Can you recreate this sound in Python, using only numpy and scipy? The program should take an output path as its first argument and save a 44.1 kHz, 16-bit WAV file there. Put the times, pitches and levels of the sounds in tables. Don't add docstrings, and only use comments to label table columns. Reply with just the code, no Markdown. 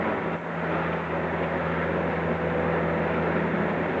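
import sys
import numpy as np
from scipy import signal
from scipy.fft import rfft, irfft, next_fast_len
from scipy.io import wavfile
from scipy.ndimage import uniform_filter1d, map_coordinates

SR = 44100
rng = np.random.default_rng(int(sys.argv[2]) if len(sys.argv) > 2 else 0)


def unload_audio(sound):
    columns = np.transpose(np.atleast_2d(sound))
    steps = np.round(np.clip(columns, -1, 1) * 32767)
    wavfile.write(sys.argv[1], SR, steps.astype(np.int16))


N = 176400
CYLINDERS = 4


def near_drone(cycle):
    # time_s, level_db
    throb = [(0, -44.5), (.4, -53), (.6, -48), (.78, -43.5), (1.2, -43), (1.8, -41.5), (2.6, -40.5),
             (3.2, -41.5), (3.6, -46.5), (4, -45.5)]
    # time_s, gain_db
    hum = [(0, -12.5), (.3, -3), (.7, -1.5), (1.2, -2), (1.8, -1.5), (2.6, -0.5), (3.4, 1), (3.8, -4),
           (4, -10)]
    # time_s, level_db
    pipe_note = [(0, -50), (1.3, -54), (1.9, -40), (2.3, -36.5), (2.55, -33.5), (2.85, -33.5),
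                 (3.15, -36.5), (3.5, -48), (4, -50)]
    orders = (10, 12, 18, 19, 20, 23, 25, 64, 72, 84, 90)
    levels = [-51.5, -45, -43.5, -52, -49, -51, -50, -53, -54.5, -56.5, -55.5]
    # peak_s, half_length_s, pitch_hz, level_db
    overtones = [(.08, .22, 457, -45), (.08, .22, 582, -42), (.2, .2, 1121, -50), (1.75, .7, 540, -39.5),
                 (2.2, 1.15, 561, -40), (2.7, .8, 582, -44), (2.2, .8, 748, -47), (2.15, .8, 789, -47.5),
                 (3.62, .25, 228, -41.5), (3.78, .25, 436, -41)]
    firing, cycle_hz = CYLINDERS * cycle, cycle[-1] * SR / N
    tones = amp(curve(throb)) * partials(firing, [1], [0], waver_db=0.5)
    tones += amp(curve(hum)) * partials(firing, [2], [-32.3], waver_db=1.13)
    tones += amp(curve(pipe_note)) * partials(cycle, [24], [0], waver_db=1)
    tones += partials(cycle, orders, levels, waver_db=1.5)
    for s, half, hz, db in overtones:
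        tones += swell(s, half) * partials(cycle, [round(hz / cycle_hz)], [db], waver_db=2)
    return tones


def far_drone(firing):
    orders = (2, 3, 4, 5, 6)
    levels = [-45.5, -48.5, -45, -51, -58]
    # time_s, gain_db
    gain = [(0, 3.5), (.3, -0.5), (.8, -0.5), (1.4, -3), (2.1, -1), (2.7, 2), (3.3, 2.5), (4, -9)]
    return amp(curve(gain)) * partials(2 * firing, orders, levels, waver_db=3)


def exhaust_boom(firing):
    # time_s, level_db
    level = [(0, -34), (.8, -38), (1.5, -36.5), (2.1, -34.5), (2.7, -34.5), (3.3, -33.5), (4, -32)]
    # frequency_hz, density_db
    spectrum = [(25, -25), (60, -22.5), (95, -7.5), (130, -8.5), (175, -2.5), (210, 3.5), (265, -1.5),
                (320, -3), (450, -7.5), (900, -40.5), (3000, -88.5)]
    return amp(curve(level)) * coloured(puffs(firing, depth=0.31), spectrum)


def exhaust_burble(near_firing, far_firing, pulse_share=0.2, jitter_s=0.00026):
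    # time_s, level_db
    level = [(0, -32), (.25, -34), (.85, -32), (1.2, -33), (1.6, -33), (2.3, -34.5), (3.1, -31.5),
             (3.6, -30.5), (4, -31.5)]
    # frequency_hz, density_db
    spectrum = [(60, -39), (200, -17.5), (310, -6.5), (380, 0.5), (460, -1), (560, 2), (650, 0), (780, -5),
                (950, -7.5), (1200, -17.5), (3000, -39), (6000, -85)]
    # peak_s, half_length_s, gain_db
    surges = [(0.107, 0.046, 3), (.88, 0.082, 2), (1.408, 0.027, 4.5), (2.304, .05, 4), (2.82, 0.018, 3.5),
              (3.09, .02, 3), (3.844, .03, 1.5)]
    firings = unit(pulses(near_firing, jitter_s) + pulses(far_firing, jitter_s))
    flow = puffs(near_firing, depth=0.077)
    exhaust = np.sqrt(pulse_share) * firings + np.sqrt(1 - pulse_share) * flow
    surge_db = sum(db * swell(s, half) for s, half, db in surges)
    return amp(curve(level) + surge_db + 0.58 * wobble(14)) * coloured(exhaust, spectrum)


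def blades():
    # time_s, level_db
    level = [(0, -33), (.3, -36), (.6, -33), (.85, -33.5), (1.2, -34), (1.65, -34.5), (2.3, -35),
             (3.1, -34.5), (4, -34)]
    # frequency_hz, density_db
    scrape_spectrum = [(100, -27), (500, -6), (750, -1.5), (950, 4), (1150, -0.5), (1330, 2), (1550, 0),
                       (1900, -1.5), (2250, -7), (2700, -12), (2950, -17), (3550, -21.5), (4100, -30.5),
                       (4900, -38.5), (8000, -60)]
    # peak_s, half_length_s, level_db, rasp_share
    bites = [(0.115, 0.04, -37, 0.1), (0.337, 0.02, -40, 0.4), (.735, 0.031, -33.5, 0.02),
             (0.859, 0.085, -34.5, 0.08), (0.931, 0.008, -37, 0.7), (1.44, 0.012, -36, 0.6),
             (1.668, 0.035, -37, 0.05), (1.95, 0.036, -44.5, 0.6), (3.145, .06, -43.5, 0.7)]
    # frequency_hz, density_db
    grind_spectrum = [(300, -25), (700, -6.5), (950, -4.5), (1100, 0), (1330, 9), (1500, -7.5),
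                      (1800, -3.5), (2400, -14.5), (3000, -21), (3650, -22), (4300, -36), (7000, -54)]
    # frequency_hz, density_db
    rasp_spectrum = [(800, -20), (1800, -2.5), (2300, 1.5), (2650, -1), (3000, -10.5), (3600, -15.5),
                     (4300, -29.5), (7000, -52)]
    scrape = amp(curve(level)) * coloured(patchy_noise(1.3), scrape_spectrum)
    grind = coloured(patchy_noise(-0.5), grind_spectrum)
    rasp = coloured(patchy_noise(2.5), rasp_spectrum)
    for s, half, db, rasp_share in bites:
        bite = np.sqrt(1 - rasp_share) * grind + np.sqrt(rasp_share) * rasp
        scrape += amp(db) * swell(s, half) * bite
    return amp(0.77 * wobble(23.93)) * scrape


def valve_clatter(cycle, far_firing, jitter_s=0.00008, lope_db=0.95):
    # time_s, level_db
    level = [(0, -39.5), (.7, -43), (1.2, -41.5), (1.8, -38.5), (2.5, -39), (3.2, -38), (4, -38)]
    # frequency_hz, density_db
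    spectrum = [(200, -33), (750, -4.5), (1150, -7.5), (1500, 1), (1800, 1), (1868, 3.5), (1940, 2),
                (2230, -4.5), (2700, -11.5), (2950, -17), (3550, -21), (4100, -29.5), (4900, -44),
                (8000, -60.5)]
    impacts = pulses(CYLINDERS * cycle, jitter_s) + 0.52 * pulses(far_firing, jitter_s)
    return amp(curve(level) + lope_db * np.cos(2 * np.pi * cycle)) * coloured(impacts, spectrum)


def belt_fan(cycle, passes_per_cycle=17.36):
    # time_s, level_db
    level = [(0, -47), (.8, -42.5), (2.2, -42), (3.2, -41), (4, -40.5)]
    return amp(curve(level)) * partials(cycle, [passes_per_cycle], [0], waver_db=2)


def cooling_fan(blade_hz=440.2):
    orders = (1, 2, 3, 4, 5, 6, 8, 10)
    levels = [-47.5, -52.5, -55, -53, -54, -62.5, -69.5, -88]
    return partials(count_cycles(blade_hz, unsteady=0.00301), orders, levels, waver_db=1.5)


def swelling_tones(flutter=0.5):
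    # peak_s, half_length_s, pitch_hz, level_db
    tones = [(0.2, 0.25, 977, -43), (3.58, .25, 199, -37), (3.15, 0.45, 221, -40),
             (3.17, 0.17, 2635, -55.5)]
    sound = np.zeros(N)
    for s, half, hz, db in tones:
        phase = 2 * np.pi * count_cycles(hz, unsteady=0.0019)
        in_phase = (1 + flutter * wobble(30)) * np.sin(phase)
        quadrature = flutter * wobble(30) * np.cos(phase)
        sound += amp(db) * swell(s, half) * unit(in_phase + quadrature)
    return sound


def dip_gains():
    # lowest_s, machinery_depth_db, blade_depth_db, fall_s, recovery_s
    dips = [(0.371, 6.5, 4.5, 0.015, 0.34), (1.04, 5, 0, 0.095, 0.1), (1.5, 5, -0.5, 0.027, 0.039),
            (2.39, 5, -0.5, 0.043, 0.056)]
    loss_db = sum(np.outer(depths, curve([(s - fall, 0), (s, 1), (s + recovery, 0)]))
                  for s, *depths, fall, recovery in dips)
    return amp(-loss_db)


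def pulses(firing, jitter_s, scatter_db=2.5, t60_s=0.14):
    t = np.arange(SR // 6) / SR
    rings = rng.standard_normal((CYLINDERS, len(t))) * amp(-60 * t / t60_s)
    onsets = np.flatnonzero(np.diff(np.floor(firing)))
    timing, strength = rng.standard_normal((len(onsets), 2)).T
    onsets = np.clip(onsets + np.round(jitter_s * SR * timing).astype(int), 0, N - 1)
    sizes = amp(scatter_db * strength)
    trains = [np.bincount(onsets[c::CYLINDERS], sizes[c::CYLINDERS], N) for c in range(CYLINDERS)]
    return unit(sum(signal.fftconvolve(train, ring)[:N] for train, ring in zip(trains, rings)))


def puffs(firing, depth):
    return unit(np.exp(depth * np.cos(2 * np.pi * firing)) * rng.standard_normal(N))


def partials(cycle, orders, levels_db, waver_db):
    return np.sqrt(2) * sum(
        amp(db + waver_db * wobble(7)) * np.sin(2 * np.pi * (order * cycle + rng.random()))
        for order, db in zip(orders, levels_db))


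def count_cycles(hz, unsteady):
    return np.cumsum(hz * (1 + unsteady * wobble(12))) / SR


def patchy_noise(depth_db):
    spectra = signal.stft(rng.standard_normal(N), nperseg=1024)[2]
    patches = uniform_filter1d(rng.standard_normal(spectra.shape), size=4, axis=0)
    patches = uniform_filter1d(patches, size=14, axis=1)
    return signal.istft(spectra * amp(depth_db * unit(patches)), nperseg=1024)[1][:N]


def coloured(x, spectrum):
    knots_hz, db = np.transpose(spectrum)
    return unit(filtered(x, lambda hz: amp(np.interp(np.log(hz + 1), np.log(knots_hz), db))))


def filtered(x, response):
    size = next_fast_len(N + SR // 2)
    return irfft(rfft(x, size) * response(np.fft.rfftfreq(size, 1 / SR)), size)[:N]


def swell(peak_s, half_length_s):
    return np.exp(-((np.arange(N) / SR - peak_s) / half_length_s) ** 2)


def wobble(rate_hz):
    knots = rng.standard_normal(int(N * rate_hz / SR) + 4)
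    return map_coordinates(knots, [np.arange(N) * rate_hz / SR])


def curve(rows):
    return np.interp(np.arange(N) / SR, *np.transpose(rows))


def amp(db):
    return 10 ** (np.asarray(db) / 20)


def unit(x):
    return x / np.sqrt(np.mean(x ** 2) + 1e-20)


def scene():
    # time_s, pitch_hz
    hum_pitch = [(0.0, 170.3), (0.15, 168.6), (0.45, 167.6), (0.7, 165.9), (1.1, 166.2), (1.6, 165.7),
                 (2.6, 166.1), (3.1, 165.2), (3.5, 166.5), (4.0, 167.1)]
    cycle = count_cycles(curve(hum_pitch), unsteady=0.0012) / (2 * CYLINDERS)
    near_firing = CYLINDERS * cycle
    far_firing = count_cycles(hz=79.325, unsteady=0.0017)
    machinery = near_drone(cycle) + far_drone(far_firing)
    machinery += exhaust_boom(near_firing) + exhaust_burble(near_firing, far_firing)
    machinery += valve_clatter(cycle, far_firing) + belt_fan(cycle) + cooling_fan() + swelling_tones()
    machinery_gain, blade_gain = dip_gains()
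    return (machinery_gain * machinery + blade_gain * blades())[None]


def record(dry, hiss_db=-69.5, tone_db=-86.5, tone_hz=6667, cutoff_hz=8700):
    # frequency_hz, density_db
    spectrum = [(30, -2), (4500, -0.5), (7000, 1.5), (7700, -1), (8300, -10), (8800, -30.5)]
    hiss = amp(hiss_db) * coloured(rng.standard_normal(N), spectrum)
    tone = amp(tone_db) * np.sqrt(2) * np.sin(2 * np.pi * tone_hz * np.arange(N) / SR)
    return filtered(dry[0] + hiss + tone, lambda hz: hz < cutoff_hz)[None]


dry = scene()
out = record(dry)
unload_audio(out)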